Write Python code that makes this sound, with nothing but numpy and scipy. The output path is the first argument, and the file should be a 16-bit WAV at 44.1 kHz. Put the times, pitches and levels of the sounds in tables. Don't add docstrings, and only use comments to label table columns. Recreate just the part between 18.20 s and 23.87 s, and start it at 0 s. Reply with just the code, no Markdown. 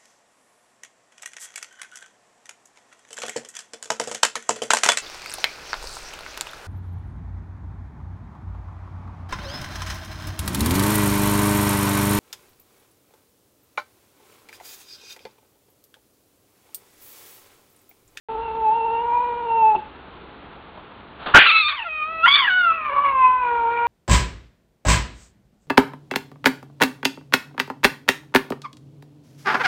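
import sys
import numpy as np
from scipy import signal
from scipy.fft import rfft, irfft, next_fast_len
from scipy.io import wavfile

SR = 44100
rng = np.random.default_rng(int(sys.argv[2]) if len(sys.argv) > 2 else 0)


def pcm_store(signal):
    levels = np.round(np.clip(np.atleast_2d(signal), -1, 1) * 32767)
    wavfile.write(sys.argv[1], SR, levels.astype(np.int16).T)


N = 250047
TIME = np.arange(N) / SR

# frequency in Hz, relative level in dB.
AIR_SPECTRUM = [(20, -18.5), (33, -8.5), (48, -10), (100, -4), (165, -1.5), (350, -1), (600, -4.5),
                (850, -2.5), (1300, -4), (1900, -12), (2700, -13), (3600, -15.5), (4500, -17), (6000, -59)]
# time in s, level in dB above AIR_DB.
AIR_LEVEL = [(0, 2.5), (3.12, 1), (3.25, -5.5), (3.6, -12), (4.0, -1), (4.45, -3), (4.8, -1), (5.67, 0)]
AIR_DB = -45
# time in s, level in dB.
RUMBLE_LEVEL = [(0.09, -47.5), (0.6, -50), (1.0, -52), (3.3, -58.5), (4.4, -55.5), (4.9, -51.5),
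                (5.25, -51.5), (5.6, -53.5)]
# frequency in Hz, relative level in dB.
RUMBLE_SPECTRUM = [(20, -22.5), (45, 1.5), (65, 5.5), (85, -3.0), (130, -37.5), (400, -64.5)]

# start in s, scuff level in dB before rise and decay, rise in s,
# decay time constant in s, thud level in dB relative to the scuff.
PAW_CONTACTS = [(2.569, -44.5, 0.01, 0.019, 9), (2.979, -31, 0.055, 0.078, -23.5),
                (3.058, -24, 0.0071, 0.031, -30), (3.083, -38, .006, 0.13, -23.5),
                (3.145, -12, .002, 0.011, 5.5), (3.165, -10, 0.0013, 0.0085, -1.5),
                (3.18, -12.5, 0.0018, 0.0049, 7.5)]
# frequency in Hz, relative level in dB.
SCUFF_SPECTRUM = [(100, -9.5), (400, -3), (900, 2), (1500, 1), (2100, -10.5), (2800, -6), (4000, -8.5),
                  (6000, -40.5)]
# frequency in Hz, relative level in dB.
THUD_SPECTRUM = [(25, -15.5), (60, 0.5), (100, -6.5), (160, -1.0), (260, -8), (450, -6.5), (750, -2.5),
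                 (1100, -3.5), (4000, -64.5)]

SPIT_S, BURST_DB, TEETH_DB = 3.138, -4.5, -11.5
JAW_OPENS_S, JAW_TRAVEL_S = 3.165, 0.11
MOUTH_FROM_HZ, MOUTH_TO_HZ = 1400, 2102
# frequency in Hz, relative level in dB.
TEETH_SPECTRUM = [(200, -27.0), (800, -14.5), (1450, -7), (1900, 2.0), (2500, 5.5), (3300, 2.5), (4200, -9),
                  (6000, -43.5)]

# time in s, pitch in Hz,
# level of the second harmonic in dB, joint level of harmonics 4 to 8 in dB.
MOAN_PATH = [(0.087, 448.0, -30.5, -56.5), (0.189, 452, -30, -56), (0.225, 451.5, -30, -46),
             (0.377, 454, -29.5, -56.5), (0.491, 434, -13.5, -45), (0.569, 459, -23, -43),
             (0.689, 450.0, -23.5, -41), (0.795, 462.4, -24, -37.5), (0.833, 468.7, -24.5, -50.5),
             (0.971, 484.4, -17, -44), (1.173, 476.5, -29, -49), (1.287, 468.6, -27.5, -51),
             (1.311, 459.8, -21, -39.5), (1.411, 444.4, -17.5, -37.5), (1.435, 441.5, -11.5, -41),
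             (1.521, 430.2, -14.5, -37.5), (1.545, 411.3, -16, -66.5), (1.56, 403, -21, -41)]
YOWL_PATH = [(3.645, 706.6, -38.5, -51), (3.667, 688, -25.5, -41.5), (3.691, 632.6, -44.5, -34.5),
             (3.835, 612, -26, -32), (3.921, 654, -33.5, -42.5), (4.021, 645.4, -32, -34.5),
             (4.041, 678, -11.5, -27.5), (4.065, 716, -11, -29.5)]
WAIL_PATH = [(4.275, 840, -17, -41.5), (4.305, 739.7, -20, -27), (4.387, 737.3, -16, -32),
             (4.511, 651, -15.5, -29), (4.549, 654.8, -31.5, -30), (4.689, 587, -25, -36.5),
             (4.713, 544.5, -29, -37), (4.737, 572.7, -24.5, -40.5), (4.791, 561, -13, -34),
             (4.813, 570.7, -21.5, -38.5), (4.853, 565.2, -16.5, -30), (4.941, 531, -21.5, -37.5),
             (5.051, 510.4, -10.5, -26.5), (5.191, 505.8, -19.5, -39.5), (5.283, 480.7, -20.5, -33.5),
             (5.455, 460.7, -19, -43.5), (5.543, 474.1, -24.5, -35), (5.67, 471.3, -16.5, -33.5)]
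# time in s, pitch in Hz, joint level of 3 harmonics in dB.
SHRIEK_PATH = [(3.25, 1328, -14), (3.292, 1340, -12.5), (3.4, 1295, -13), (3.44, 1199, -18.5),
               (3.49, 1206, -18), (3.554, 1151, -31), (3.6, 939.3, -26), (3.645, 841, -31)]
YELP_PATH = [(4.06, 892, -14.5), (4.084, 1082, -13), (4.126, 1150, -14), (4.17, 1182, -15),
             (4.224, 1074, -19), (4.268, 919, -17.5), (4.285, 802, -22.5)]
# frequency in Hz, relative gain in dB.
SHUT_THROAT = [(1750, -15.5), (2000, -9.5), (2250, -24.5), (2420, -2), (2600, 0), (2740, 6), (2840, -12),
               (2930, -22), (3300, -28), (4500, -27)]
OPEN_THROAT = [(1850, -12), (2080, 0.5), (2300, -5), (2550, 4), (2800, -12.5), (3100, -17.5), (3400, -23.5),
               (3700, -25.5), (5000, -35.5)]
# frequency in Hz, relative gain in dB.
SHRIEK_THROAT = [(850, -4), (1300, -1.5), (1750, -6), (2250, 0), (2480, 2), (2700, 3.5), (3350, -4.5),
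                 (3650, 3), (4000, -0.5)]
YELP_THROAT = [(850, -13), (1050, 2), (1180, -3.5), (1700, 8.5), (2100, -0.5), (2350, 0.5), (2600, -6),
               (3100, -4), (3480, 4)]
# frequency in Hz, level in dB
WEAK_HARMONICS = [(410, -35), (455, -35), (478, -32.5), (510, -48.5), (560, -34), (610, -54), (645, -41),
                  (760, -42.5), (1300, -34.5), (1430, -31.5), (1550, -39.5), (1750, -43), (2200, -39.5)]
# frequency in Hz, relative level in dB.
THROAT_AIR_SPECTRUM = [(400, -41), (800, -23.5), (1100, 5.5), (1600, 7.5), (2000, -10), (2400, 2),
                       (2900, -11), (3600, -12), (4500, -23)]
# centre in s, level change in dB,
# pitch change as a share, half-width to 1/e in s.
VOICE_CATCHES = [(1.544, -2.5, -0.013, 0.0038), (3.297, 3.5, -.04, .004), (3.308, 0, -.11, .008),
                 (3.367, 4.5, -.02, .009), (4.06, 5.5, 0, 0.0022), (4.27, -4.5, 0, .008),
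                 (4.283, 3.5, .017, .0045), (4.425, -6, 0, 0.0052), (4.507, 2.5, 0, .005),
                 (4.833, -5.5, .03, .0064), (4.849, 1.5, 0, 0.0067)]
# start in s, end in s, roughness added to the call's own,
# depth of a second vibration before the call's beat factor, its mean rate in Hz.
ROUGH_SPELLS = [(0.069, 0.402, 0.06, 0.23, 60.14), (0.563, 1.33, 0.02, .24, 60),
                (1.552, 1.603, .5, 0.8, 69.3), (3.182, 3.274, .75, 0.5, 430.7),
                (3.28, 3.414, 0.04, 0.37, 417.4), (3.485, 3.566, .85, .5, 525),
                (3.565, 3.647, .28, 0.02, 480), (4.062, 4.086, 0.4, 0.03, 411),
                (4.15, 4.195, .27, 0.38, 468), (4.2, 4.301, .15, 0.05, 251), (4.515, 4.64, .06, 0.5, 187.9),
                (4.64, 4.764, .15, .8, 129.6), (4.755, 4.93, .09, 0.41, 136),
                (5.217, 5.697, 0.04, 0.05, 99.3)]
SPELL_EDGE_S = .014
SHIMMER_DB, SHIMMER_HZ = 2, 17
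# time in s, level in dB.
CROAK_FLAPS = [(1.553, -21.5), (1.563, -17), (1.588, -31.5)]
# frequency in Hz, relative level in dB, decay constant in s.
CROAK_MODES = [(373, -9.5, 0.018), (835, -3.5, 0.014), (2640, -12, 0.0067)]

ROOM_WET_DB = -10.5
START_S = .086
CONVERTER_HZ, TOP_HZ = 8000, 15700
# frequency in Hz, gain in dB.
BAND_BEFORE = [(3500, 0.5), (4000, -1.5), (4400, -13.0), (5000, -73.5), (6000, -100)]
BAND_AFTER = [(3600, 0), (4000, -5.0), (4400, -12.0), (4750, -24), (5100, -41.5), (5800, -100)]


def undb(db):
    return 10 ** (np.asarray(db) / 20)


def curves(rows):
    s, *columns = np.transpose(rows)
    return [np.interp(TIME, s, c) for c in columns]


def gain_at(hz, points):
    f, db = np.transpose(points)
    return undb(np.interp(np.log(hz + 1e-3), np.log(f), db))


def unit(x):
    return x / np.sqrt(np.mean(x ** 2))


def shaped(x, response):
    size = next_fast_len(N + SR // 10)
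    spectrum = rfft(x, size) * response(np.fft.rfftfreq(size, 1 / SR))
    return irfft(spectrum, size)[:N]


def noise(points):
    return unit(shaped(rng.standard_normal(N), lambda f: gain_at(f, points)))


def flutter(hz, size=32768):
    f = np.fft.rfftfreq(size, TIME[-1] / size)
    coarse = irfft(rfft(rng.standard_normal(size)) / (1 + (f / hz) ** 2))
    return np.interp(TIME, np.linspace(0, TIME[-1], size), unit(coarse))


def angle(hz):
    return 2 * np.pi * np.cumsum(hz) / SR


def envelope(start_s, attack_s, hold_s, fall_db_per_s):
    age = TIME - start_s
    fall_s = np.maximum(age - attack_s - hold_s, 0)
    return np.clip(age / attack_s, 0, 1) * undb(-fall_db_per_s * fall_s)


def window(start_s, end_s, edge_s):
    return np.clip(np.minimum(TIME - start_s, end_s - TIME) / edge_s + .5, 0, 1)


def air():
    level_db, = curves(AIR_LEVEL)
    rumble_db, = curves(RUMBLE_LEVEL)
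    background = noise(AIR_SPECTRUM) * undb(AIR_DB + level_db + .5 * flutter(16))
    return background + noise(RUMBLE_SPECTRUM) * undb(rumble_db)


def room(x, t60_s, wet_db, bass_hz, treble_hz):
    age = TIME[:SR // 2]
    decay = np.exp(-np.log(1000) * age / t60_s)
    tail = rng.standard_normal(len(age)) * decay * (age > .006)
    echo = signal.fftconvolve(x, tail / np.linalg.norm(tail))[:N]
    colour = lambda f: f ** 2 / (f ** 2 + bass_hz ** 2) / np.hypot(1, f / treble_hz)
    return x + undb(wet_db) * shaped(echo, colour)


def paws():
    scuff, thud = noise(SCUFF_SPECTRUM), noise(THUD_SPECTRUM)
    out = 0
    for s, db, rise_s, decay_s, thud_db in PAW_CONTACTS:
        age = np.maximum(TIME - s, 0)
        shape = np.minimum(age / rise_s, 1) * np.exp(-age / decay_s)
        out = out + undb(db) * shape * (scuff + undb(thud_db) * thud)
    return out


def spit():
    jaw_s = [JAW_OPENS_S, JAW_OPENS_S + JAW_TRAVEL_S]
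    mouth_hz = np.interp(TIME, jaw_s, [MOUTH_FROM_HZ, MOUTH_TO_HZ])
    tone = np.cos(angle(mouth_hz * (1 + .16 * flutter(1075))))
    mouth = unit((1 + 0.088 * flutter(380)) * tone)
    burst = envelope(SPIT_S, attack_s=.009, hold_s=0.026, fall_db_per_s=277.5)
    hiss = envelope(SPIT_S, attack_s=0.02, hold_s=.05, fall_db_per_s=128.5)
    return undb(BURST_DB) * burst * mouth + undb(TEETH_DB) * hiss * noise(TEETH_SPECTRUM)


def catches():
    s, db, bend, width_s = np.transpose(VOICE_CATCHES)
    distance = (TIME - s[:, None]) / width_s[:, None]
    bumps = np.exp(-np.minimum(distance ** 2, 50))
    return db @ bumps, bend @ bumps


def folds():
    spells = np.array([window(start, end, SPELL_EDGE_S) for start, end, *_ in ROUGH_SPELLS])
    _, _, rough, depth, hz = np.transpose(ROUGH_SPELLS)
    return rough @ spells, depth @ spells, hz[spells.argmax(axis=0)]


def low_register(rows, throat, third_db):
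    hz, second_db, treble_db = curves(rows)
    first = gain_at(hz, WEAK_HARMONICS)
    third = undb(third_db) * gain_at(3 * hz, WEAK_HARMONICS)
    upper = np.array([gain_at(k * hz, throat) for k in range(4, 9)])
    upper = upper * undb(treble_db) / np.linalg.norm(upper, axis=0)
    return rows, hz, [first, undb(second_db), third, *upper]


def high_register(rows, throat):
    hz, db = curves(rows)
    gains = np.array([gain_at(k * hz, throat) for k in range(1, 4)])
    return rows, hz, gains * undb(db) / np.linalg.norm(gains, axis=0)


def voice(register, edge_s, base_rough, waver, jitter, rasp, beat, chop_db, hiss_db, trim_db, tilt_db):
    rows, hz, gains = register
    rough, depth, second_hz = folds()
    rough = np.clip(base_rough + rough, 0, 1)
    depth = beat * np.clip(depth, 0, 1)
    surge_db, bend = catches()
    slow = waver * np.sqrt(rough) * flutter(22)
    quick = jitter * rough * flutter(240.6)
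    phase = angle(hz * (1 + bend + slow + quick))
    gains = [gain * undb(tilt_db * k) for k, gain in enumerate(gains)]
    side_tones = depth * np.exp(-1j * angle(second_hz * (1 + .085 * flutter(45))))
    out = undb(hiss_db) * rough * np.linalg.norm(gains, axis=0) * noise(THROAT_AIR_SPECTRUM)
    for k, gain in enumerate(gains, 1):
        share = .17 if k == 1 else 1
        smear = rasp * rough * (k / 2) ** 1.72
        turbulence = smear * (flutter(91) + 1j * flutter(130))
        wobble = (1 + share * side_tones + turbulence) / np.sqrt(1 + 2 * smear ** 2)
        drift = 1 if k == 2 else undb(SHIMMER_DB * flutter(SHIMMER_HZ))
        out = out + gain * drift * np.real(wobble * np.exp(1j * k * phase))
    gate = window(rows[0][0], rows[-1][0], edge_s)
    chop = chop_db * np.sqrt(rough) * flutter(100)
    return np.sqrt(2) * undb(trim_db + surge_db + chop) * gate * out


def croaks():
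    out = 0
    for s, db in CROAK_FLAPS:
        age = np.clip(TIME - s, 0, 1)
        for hz, mode_db, decay_s in CROAK_MODES:
            ring = np.exp(-age / decay_s) * np.sin(2 * np.pi * hz * age)
            out = out + undb(db + mode_db) * ring
    return out


def cat():
    moan = voice(low_register(MOAN_PATH, SHUT_THROAT, third_db=-15), edge_s=0.0058, base_rough=.012,
                 waver=0.06, jitter=0.074, rasp=0.29, beat=0.95,
                 chop_db=4.5, hiss_db=-22.5, trim_db=-.5, tilt_db=0)
    shriek = voice(high_register(SHRIEK_PATH, SHRIEK_THROAT), edge_s=0.021, base_rough=.12,
                   waver=0.022, jitter=.056, rasp=0.58, beat=0.88,
                   chop_db=2.5, hiss_db=-9, trim_db=-0.5, tilt_db=-2)
    yowl = voice(low_register(YOWL_PATH, OPEN_THROAT, third_db=-6), edge_s=.006, base_rough=0.054,
                 waver=0.0072, jitter=0.027, rasp=.15, beat=.8,
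                 chop_db=4.5, hiss_db=-9.5, trim_db=-1.0, tilt_db=1.5)
    yelp = voice(high_register(YELP_PATH, YELP_THROAT), edge_s=0.0082, base_rough=0.19,
                 waver=.025, jitter=.06, rasp=1.0, beat=1.4,
                 chop_db=2.0, hiss_db=-5.5, trim_db=-1.94, tilt_db=0.5)
    wail = voice(low_register(WAIL_PATH, OPEN_THROAT, third_db=1), edge_s=.0058, base_rough=0.034,
                 waver=0.01, jitter=.038, rasp=1.52, beat=0.58,
                 chop_db=3.5, hiss_db=-7.0, trim_db=-0.1, tilt_db=-0.5)
    return moan + croaks() + shriek + yowl + yelp + wail


def scene():
    sources = cat() + spit() + paws()
    reverberant = room(sources, t60_s=0.42, wet_db=ROOM_WET_DB, bass_hz=450, treble_hz=4670)
    return (reverberant + air())[None]


def overload(x, knee):
    over = np.maximum(np.abs(x) - knee, 0)
    return np.sign(x) * (np.abs(x) - over + (1 - knee) * np.tanh(over / (1 - knee)))


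def record(dry):
    band = shaped(dry[0], lambda f: gain_at(f, BAND_BEFORE))
    mirrored = band * (1 + 2 * np.cos(2 * np.pi * CONVERTER_HZ * TIME))
    smooth = shaped(mirrored * (TIME > START_S), lambda f: gain_at(f, BAND_AFTER))
    flattened = overload(smooth, knee=.78)
    low_pass = signal.ellip(8, .2, 70, TOP_HZ, fs=SR, output="sos")
    return signal.sosfilt(low_pass, flattened)[None]


dry = scene()
out = record(dry)
pcm_store(out)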